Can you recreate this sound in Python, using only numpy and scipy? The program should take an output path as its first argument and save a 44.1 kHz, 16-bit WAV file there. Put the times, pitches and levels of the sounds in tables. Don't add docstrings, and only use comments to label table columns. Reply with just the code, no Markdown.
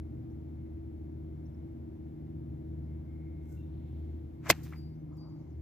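import sys
import numpy as np
from scipy import signal
from scipy.fft import rfft, irfft
from scipy.io import wavfile
from scipy.ndimage import uniform_filter1d, map_coordinates

SR = 44100
rng = np.random.default_rng(int(sys.argv[2]) if len(sys.argv) > 2 else 0)


def voltage_ratio(level):
    return 10 ** (np.asarray(level, float) / 20)


def store_wav(level_fs):
    pcm = np.round(np.clip(np.atleast_2d(level_fs), -1, 1) * 32767)
    wavfile.write(sys.argv[1], SR, pcm.T.astype(np.int16))


N = 247785
T = np.arange(N) / SR

# (frequency [Hz], level per Hz [dB])
RUMBLE_SPECTRUM = [(25, -30), (50, -8.5), (70, -6.5), (144, -7), (194, -15.5), (330, -12.5), (379, -20.5),
                   (458, -25), (750, -31), (1140, -43), (2200, -50), (4200, -58.5), (9000, -66),
                   (13000, -60.5)]
# (frequency [Hz], likeness [0 to 1])
STEREO_LIKENESS = [(80, 0.91), (250, 0.94), (450, 1), (650, 0.53), (860, 0.23), (1300, 0.36), (2200, 0.15),
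                   (3500, .15), (6000, 0.04)]
RUMBLE_DB = -47.5
MOWER_LAG = 24

# (frequency [Hz], width [Hz], level [dB])
FAR_MOWER = [(61.3, 1.2, -62.5), (122.5, 4, -56), (134, 6.5, -57.5), (181, 2, -76), (255, 14, -62.5),
             (300, 8, -57.5), (374, 5, -68), (2130, 520, -87)]
# (time [s], level [dB])
FIRING_LEVEL = [
    [(0, -43), (.18, -49.5), (.27, -54), (.38, -46), (1.2, -47.5), (1.8, -50), (2.2, -51), (2.6, -44.5),
     (4.2, -43), (4.35, -48.5), (4.8, -48.5), (4.95, -54), (5.2, -52.5), (5.37, -61.5), (5.6, -41.5)],
]
# (multiple of firing rate, level [dB])
UPPER_ORDERS = [(3, -1), (4, -3), (5, -15.5), (8, -21)]
# (start [s], length [s], level [dB])
SECOND_SWELLS = [
    (0, 0.37, -55),
    (.3, 0.41, -54),
    (.95, 0.82, -54.5),
    (1.9, 1.32, -50.5),
    (2.95, 1.18, -54),
    (4.25, 1.38, -49.5),
]
# (start [s], length [s], level [dB])
BELT_WHINE = [
    (0, .12, -92),
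    (.5, 0.24, -93),
    (1.3, 0.43, -95),
    (2.85, .13, -83.5),
    (3.04, 0.55, -84.5),
    (3.75, 0.48, -93),
    (4.8, .4, -94.5),
    (5.3, .25, -96),
]
FIRING_HZ, BLADE_HZ, WHINE_HZ = 77.73, 327, 2150
SECOND_REST_DB, SECOND_EDGE_S = -67.5, 0.29
WHINE_REST_DB, WHINE_EDGE_S = -101, 0.07
UPPER_DB, BLADE_DB = -58, -56.5
RECEDE_S, RECEDE_DB_PER_S = 2.4, 1.5

# (start [s], length [s], level [dB])
WHISTLES = [
    (4.752, .21, -76),
    (5.172, .25, -76),
]
WHISTLE_HZ, WHISTLE_SAG_HZ, SAG_S = 4655, 170, .03
WHISTLE_ATTACK_S, WHISTLE_HOLD_S, WHISTLE_FADE_DB_PER_S = .015, .06, 110
# (start [s], length [s], level [dB])
RISES = [
    (.30, .027, -85),
    (1.453, .02, -79),
    (1.543, .01, -80),
    (4.945, .02, -86),
    (5.15, .014, -87),
]
RISE_FROM_HZ, RISE_HZ_PER_S = 5200, 52000
FALLS_S, FALL_EVERY_S, FALL_LENGTH_S = 5.28, .104, .045
FALL_FROM_HZ, FALL_TO_HZ, FALL_DB = 7300, 5050, -87.5
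# (start [s], length [s], start frequency [Hz], end frequency [Hz], level [dB])
NOTES = [
    (.228, .012, 4700, 4850, -90),
    (2.82, .07, 4800, 5250, -92),
    (4.37, .07, 4700, 4550, -93),
    (4.99, .045, 6050, 6050, -89),
    (5.13, .03, 6850, 7050, -84),
    (5.18, .05, 6150, 6100, -88),
    (5.575, .02, 6200, 8000, -90),
]

# (peak time [s], level [dB], low edge [Hz], high edge [Hz], rise and t60 [s])
WASHES = [
    (3.25, -80, 1950, 2350, 1.5),
    (3.9, -80, 2300, 4200, 2.5),
    (4.74, -70, 2000, 15500, .45),
    (4.0, -86, 4200, 15500, 4.0),
    (5.13, -69, 700, 1300, .15),
    (5.25, -65, 550, 1200, .7),
    (5.4, -70, 500, 1000, .7),
    (5.42, -85, 4000, 7000, 1.2),
    (4.82, -82, 4200, 5300, .8),
    (5.24, -81, 4200, 5600, .7),
]

# (peak time [s], level [dB], low edge [Hz], high edge [Hz], t60 [s])
BRUSH = [
    (3.525, -67.5, 5500, 15700, 0.33),
    (3.54, -77.5, 1420, 1535, .3),
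    (3.6, -81, 2670, 2780, 0.44),
    (3.62, -83.5, 3500, 3730, 0.48),
]
SWISH = [
    (4.47, -44.5, 600, 2300, .3),
    (4.468, -57, 2300, 8000, .55),
    (4.455, -69, 8000, 15500, 1.0),
]
CRACK = [
    (4.4955, -29, 1200, 15500, .05),
    (4.502, -17, 3300, 8500, .035),
    (4.5015, -24.5, 10500, 15500, .04),
]
TURF = [
    (4.506, -29, 324, 950, 0.063),
    (4.5125, -22.5, 2500, 15500, 0.0039),
    (4.519, -39.5, 1525, 4480, .04),
    (4.524, -62, 4500, 15500, .04),
    (4.529, -38.5, 1518, 3003, .012),
]
SPRAY = [
    (4.545, -63.5, 599, 2800, 1),
    (4.55, -66, 3000, 15500, 0.97),
    (4.653, -64, 702, 6018, 0.29),
    (4.692, -64.5, 9300, 15710, .08),
    (4.733, -56, 825, 2400, 0.15),
]
CRUMBS = [
    (4.633, -55.5, 4100, 15600, 0.19),
    (4.636, -61, 14000, 15390, 0.13),
    (4.665, -57.5, 800, 2500, 0.09),
    (4.778, -66, 7990, 15500, .06),
    (5.17, -73, 6000, 15500, 0.13),
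]
BRUSH_RISE_S, SWISH_RISE_S, CRACK_RISE_S = .3, .1, .014
TURF_RISE_S, SPRAY_RISE_S, CRUMB_RISE_S = .05, .09, .01

# (time [s], signed strength [full scale], ring [Hz], t60 [s], left over right [dB])
CONTACTS = [(4.4975, -.1, 580, .025, 1), (4.4995, -.12, 600, .012, 1), (4.5013, -.26, 700, .014, 1),
            (4.50125, .8, 2000, .003, .5), (4.5032, .4, 2085, .012, .5), (4.5014, .2, 6000, .004, -3),
            (4.5033, .1, 3250, .015, 0), (4.5021, .11, 1100, .02, 1.5), (4.5050, .08, 330, .05, 0),
            (4.5000, .04, 125, .1, 1), (4.5102, .06, 7200, .008, 6), (4.5040, .07, 1370, .022, 1),
            (4.5030, .07, 2780, .02, 1), (4.5110, .12, 2550, .012, 3), (4.5130, -.04, 200, .05, 0),
            (4.462, .006, 650, .08, 0), (4.7258, .012, 1320, .008, 1.5), (4.7352, .008, 2050, .012, 1.5)]
PORT_NOTCH_HZ = 9430


def rms_one(x):
    return x / np.sqrt(np.mean(x ** 2) + 1e-20)


def in_time(spans):
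    s, *columns = np.transpose(np.concatenate(spans))
    return [np.interp(T, s, c) for c in columns]


def at_hz(points, hz):
    point_hz, values = np.transpose(points)
    return np.interp(np.log(hz), np.log(point_hz), values)


def drift(rate):
    knots = rng.standard_normal(500)
    return map_coordinates(knots, [T * rate + 3], order=3)


def tone(hz):
    return np.sin(2 * np.pi * np.cumsum(hz) / SR)


def swells(rows, rest_db, edge):
    gain = voltage_ratio(rest_db)
    for s, length, db in rows:
        gain = gain + voltage_ratio(db) * np.clip(np.minimum(T - s, s + length - T) / edge, 0, 1)
    return gain


def placed(x, lag, pan_db):
    late = np.interp(np.arange(N) - lag, np.arange(N), x)
    return np.array([x * voltage_ratio(pan_db / 2), late * voltage_ratio(-pan_db / 2)])


def bursts(rows, rise_s=None):
    out = np.zeros((2, N))
    for s, db, low_hz, high_hz, t60 in rows:
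        a, b = int((s - .6) * SR), min(int((s + 1) * SR), N)
        draw = rng.standard_normal((4, b - a))
        grain = voltage_ratio(3.2 * rms_one(uniform_filter1d(draw[3], size=40)))
        alike = np.clip(2000 / np.sqrt(low_hz * high_hz), 0, 1) ** 2 * 0.95
        pair = np.sqrt(alike) * draw[0] + np.sqrt(1 - alike) * draw[1:3]
        band = signal.butter(4, [low_hz, min(high_hz, 20000)], "band", fs=SR, output="sos")
        noise = rms_one(signal.sosfilt(band, pair * grain))
        t = T[a:b] - s
        shape_db = np.where(t < 0, 60 * t / (rise_s or t60), -60 * t / t60)
        out[:, a:b] += noise * voltage_ratio(db + np.maximum(shape_db, -200))
    return out * voltage_ratio(np.array([[.6], [-.6]]))


def rumble():
    hz = np.fft.rfftfreq(N, 1 / SR) + .01
    shared, left, right = rfft(rng.standard_normal((3, N)))
    alike = np.clip(at_hz(STEREO_LIKENESS, hz), 0, 1)
    late = np.exp(-2j * np.pi * hz * MOWER_LAG / SR)
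    common = np.sqrt(alike) * shared * [np.ones_like(late), late]
    pair = common + np.sqrt(1 - alike) * np.array([left, right])
    noise = rms_one(irfft(pair * voltage_ratio(at_hz(RUMBLE_SPECTRUM, hz)), N))
    return noise * voltage_ratio(RUMBLE_DB + .7 * drift(2)) * voltage_ratio(np.array([[.4], [-.4]]))


def far_mower():
    hz = np.fft.rfftfreq(N, 1 / SR)
    peaks = np.zeros(len(hz))
    for f, width, db in FAR_MOWER:
        peaks += voltage_ratio(db) / np.sqrt(width) / (1 + (2 * (hz - f) / width) ** 2)
    return irfft(rfft(rng.standard_normal(N)) * peaks, N) * np.sqrt(SR / 2)


def near_mower():
    firing_db, = in_time(FIRING_LEVEL)
    recede_db = -RECEDE_DB_PER_S * np.maximum(T - RECEDE_S, 0)
    turn = 2 * np.pi * np.cumsum(FIRING_HZ + .12 * drift(2)) / SR
    out = voltage_ratio(firing_db + 5.0 + 1.0 * drift(4.9)) * np.cos(turn)
    second = swells(SECOND_SWELLS, SECOND_REST_DB, SECOND_EDGE_S) * voltage_ratio(5 + 0.7 * drift(4.2))
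    out += second * np.sin(2 * turn + rng.uniform(0, 6))
    for multiple, db in UPPER_ORDERS:
        level = voltage_ratio(UPPER_DB + recede_db + db + 6.0 + 1.5 * drift(4.4))
        out += level * np.sin(multiple * turn + rng.uniform(0, 6.7))
    out += voltage_ratio(BLADE_DB + recede_db + 8.5 + 1.0 * drift(6)) * tone(BLADE_HZ + .5 * drift(3.8))
    whine = swells(BELT_WHINE, WHINE_REST_DB, WHINE_EDGE_S) * voltage_ratio(6.5 + 2.0 * drift(50))
    return out + whine * tone(WHINE_HZ + 14 * drift(60))


def whistles():
    out = np.zeros(N)
    for s, length, db in WHISTLES:
        t = np.clip(T - s, 0, length)
        edge = np.clip(np.minimum(t, length - t) / WHISTLE_ATTACK_S, 0, 1)
        fade_db = WHISTLE_FADE_DB_PER_S * np.maximum(t - WHISTLE_HOLD_S, 0)
        level = edge * voltage_ratio(db + 10 - fade_db + 2.0 * drift(80))
        hz = WHISTLE_HZ + WHISTLE_SAG_HZ * np.exp(-t / SAG_S)
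        out += level * tone(hz + 14 * drift(60))
    return out


def chirps():
    rises = [(s, length, RISE_FROM_HZ, RISE_FROM_HZ + RISE_HZ_PER_S * length, db) for s, length, db in RISES]
    falls = [(FALLS_S + k * FALL_EVERY_S, FALL_LENGTH_S, FALL_FROM_HZ, FALL_TO_HZ, FALL_DB) for k in range(3)]
    out = np.zeros(N)
    for s, length, start_hz, end_hz, db in rises + falls + NOTES:
        u = np.clip((T - s) / length, 0, 1)
        level = np.sin(np.pi * u) ** .5 * voltage_ratio(db + 4 + 1.0 * drift(60))
        out += level * tone(start_hz + (end_hz - start_hz) * u)
    return out


def birds():
    long, quick = whistles(), chirps()
    leaves = rng.standard_normal((2, 6000)) * voltage_ratio(-60 * T[:6000] / .2 - 44)
    smear = signal.fftconvolve((.15 * long + 2.2 * quick)[None], leaves, axes=1)[:, :N]
    return placed(long, 4, 5.5) + placed(quick, 2, 3) + smear


def slow_washes():
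    return bursts(WASHES)


def falling_soil():
    return bursts(SPRAY, SPRAY_RISE_S) + bursts(CRUMBS, CRUMB_RISE_S)


def swing():
    return bursts(BRUSH, BRUSH_RISE_S) + bursts(SWISH, SWISH_RISE_S)


def crack_and_tear():
    return bursts(CRACK, CRACK_RISE_S) + bursts(TURF, TURF_RISE_S)


def strike():
    out = np.zeros((2, N))
    for s, strength, ring_hz, t60, pan_db in CONTACTS:
        t = np.maximum(T - s, 0)
        decay = voltage_ratio(np.maximum(-60 * t / t60, -200))
        out += placed(strength * decay * np.sin(2 * np.pi * ring_hz * t), 1.5, pan_db)
    return out


def scene():
    distant = rumble() + placed(far_mower() + near_mower(), MOWER_LAG, .8) + birds()
    near = slow_washes() + falling_soil() + swing() + crack_and_tear() + strike()
    b, a = signal.iirnotch(PORT_NOTCH_HZ, 3.5, SR)
    return distant + .3 * near + .7 * signal.lfilter(b, a, near)


def low_pass(x):
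    return signal.sosfilt(signal.butter(12, 15760, fs=SR, output="sos"), x)


def record(dry):
    rolled = signal.sosfilt(signal.butter(2, 48, "high", fs=SR, output="sos"), dry)
    rolled = signal.sosfilt(signal.ellip(10, .5, 70, 15500, fs=SR, output="sos"), rolled)
    return low_pass(rolled)


dry = scene()
out = record(dry)
store_wav(out)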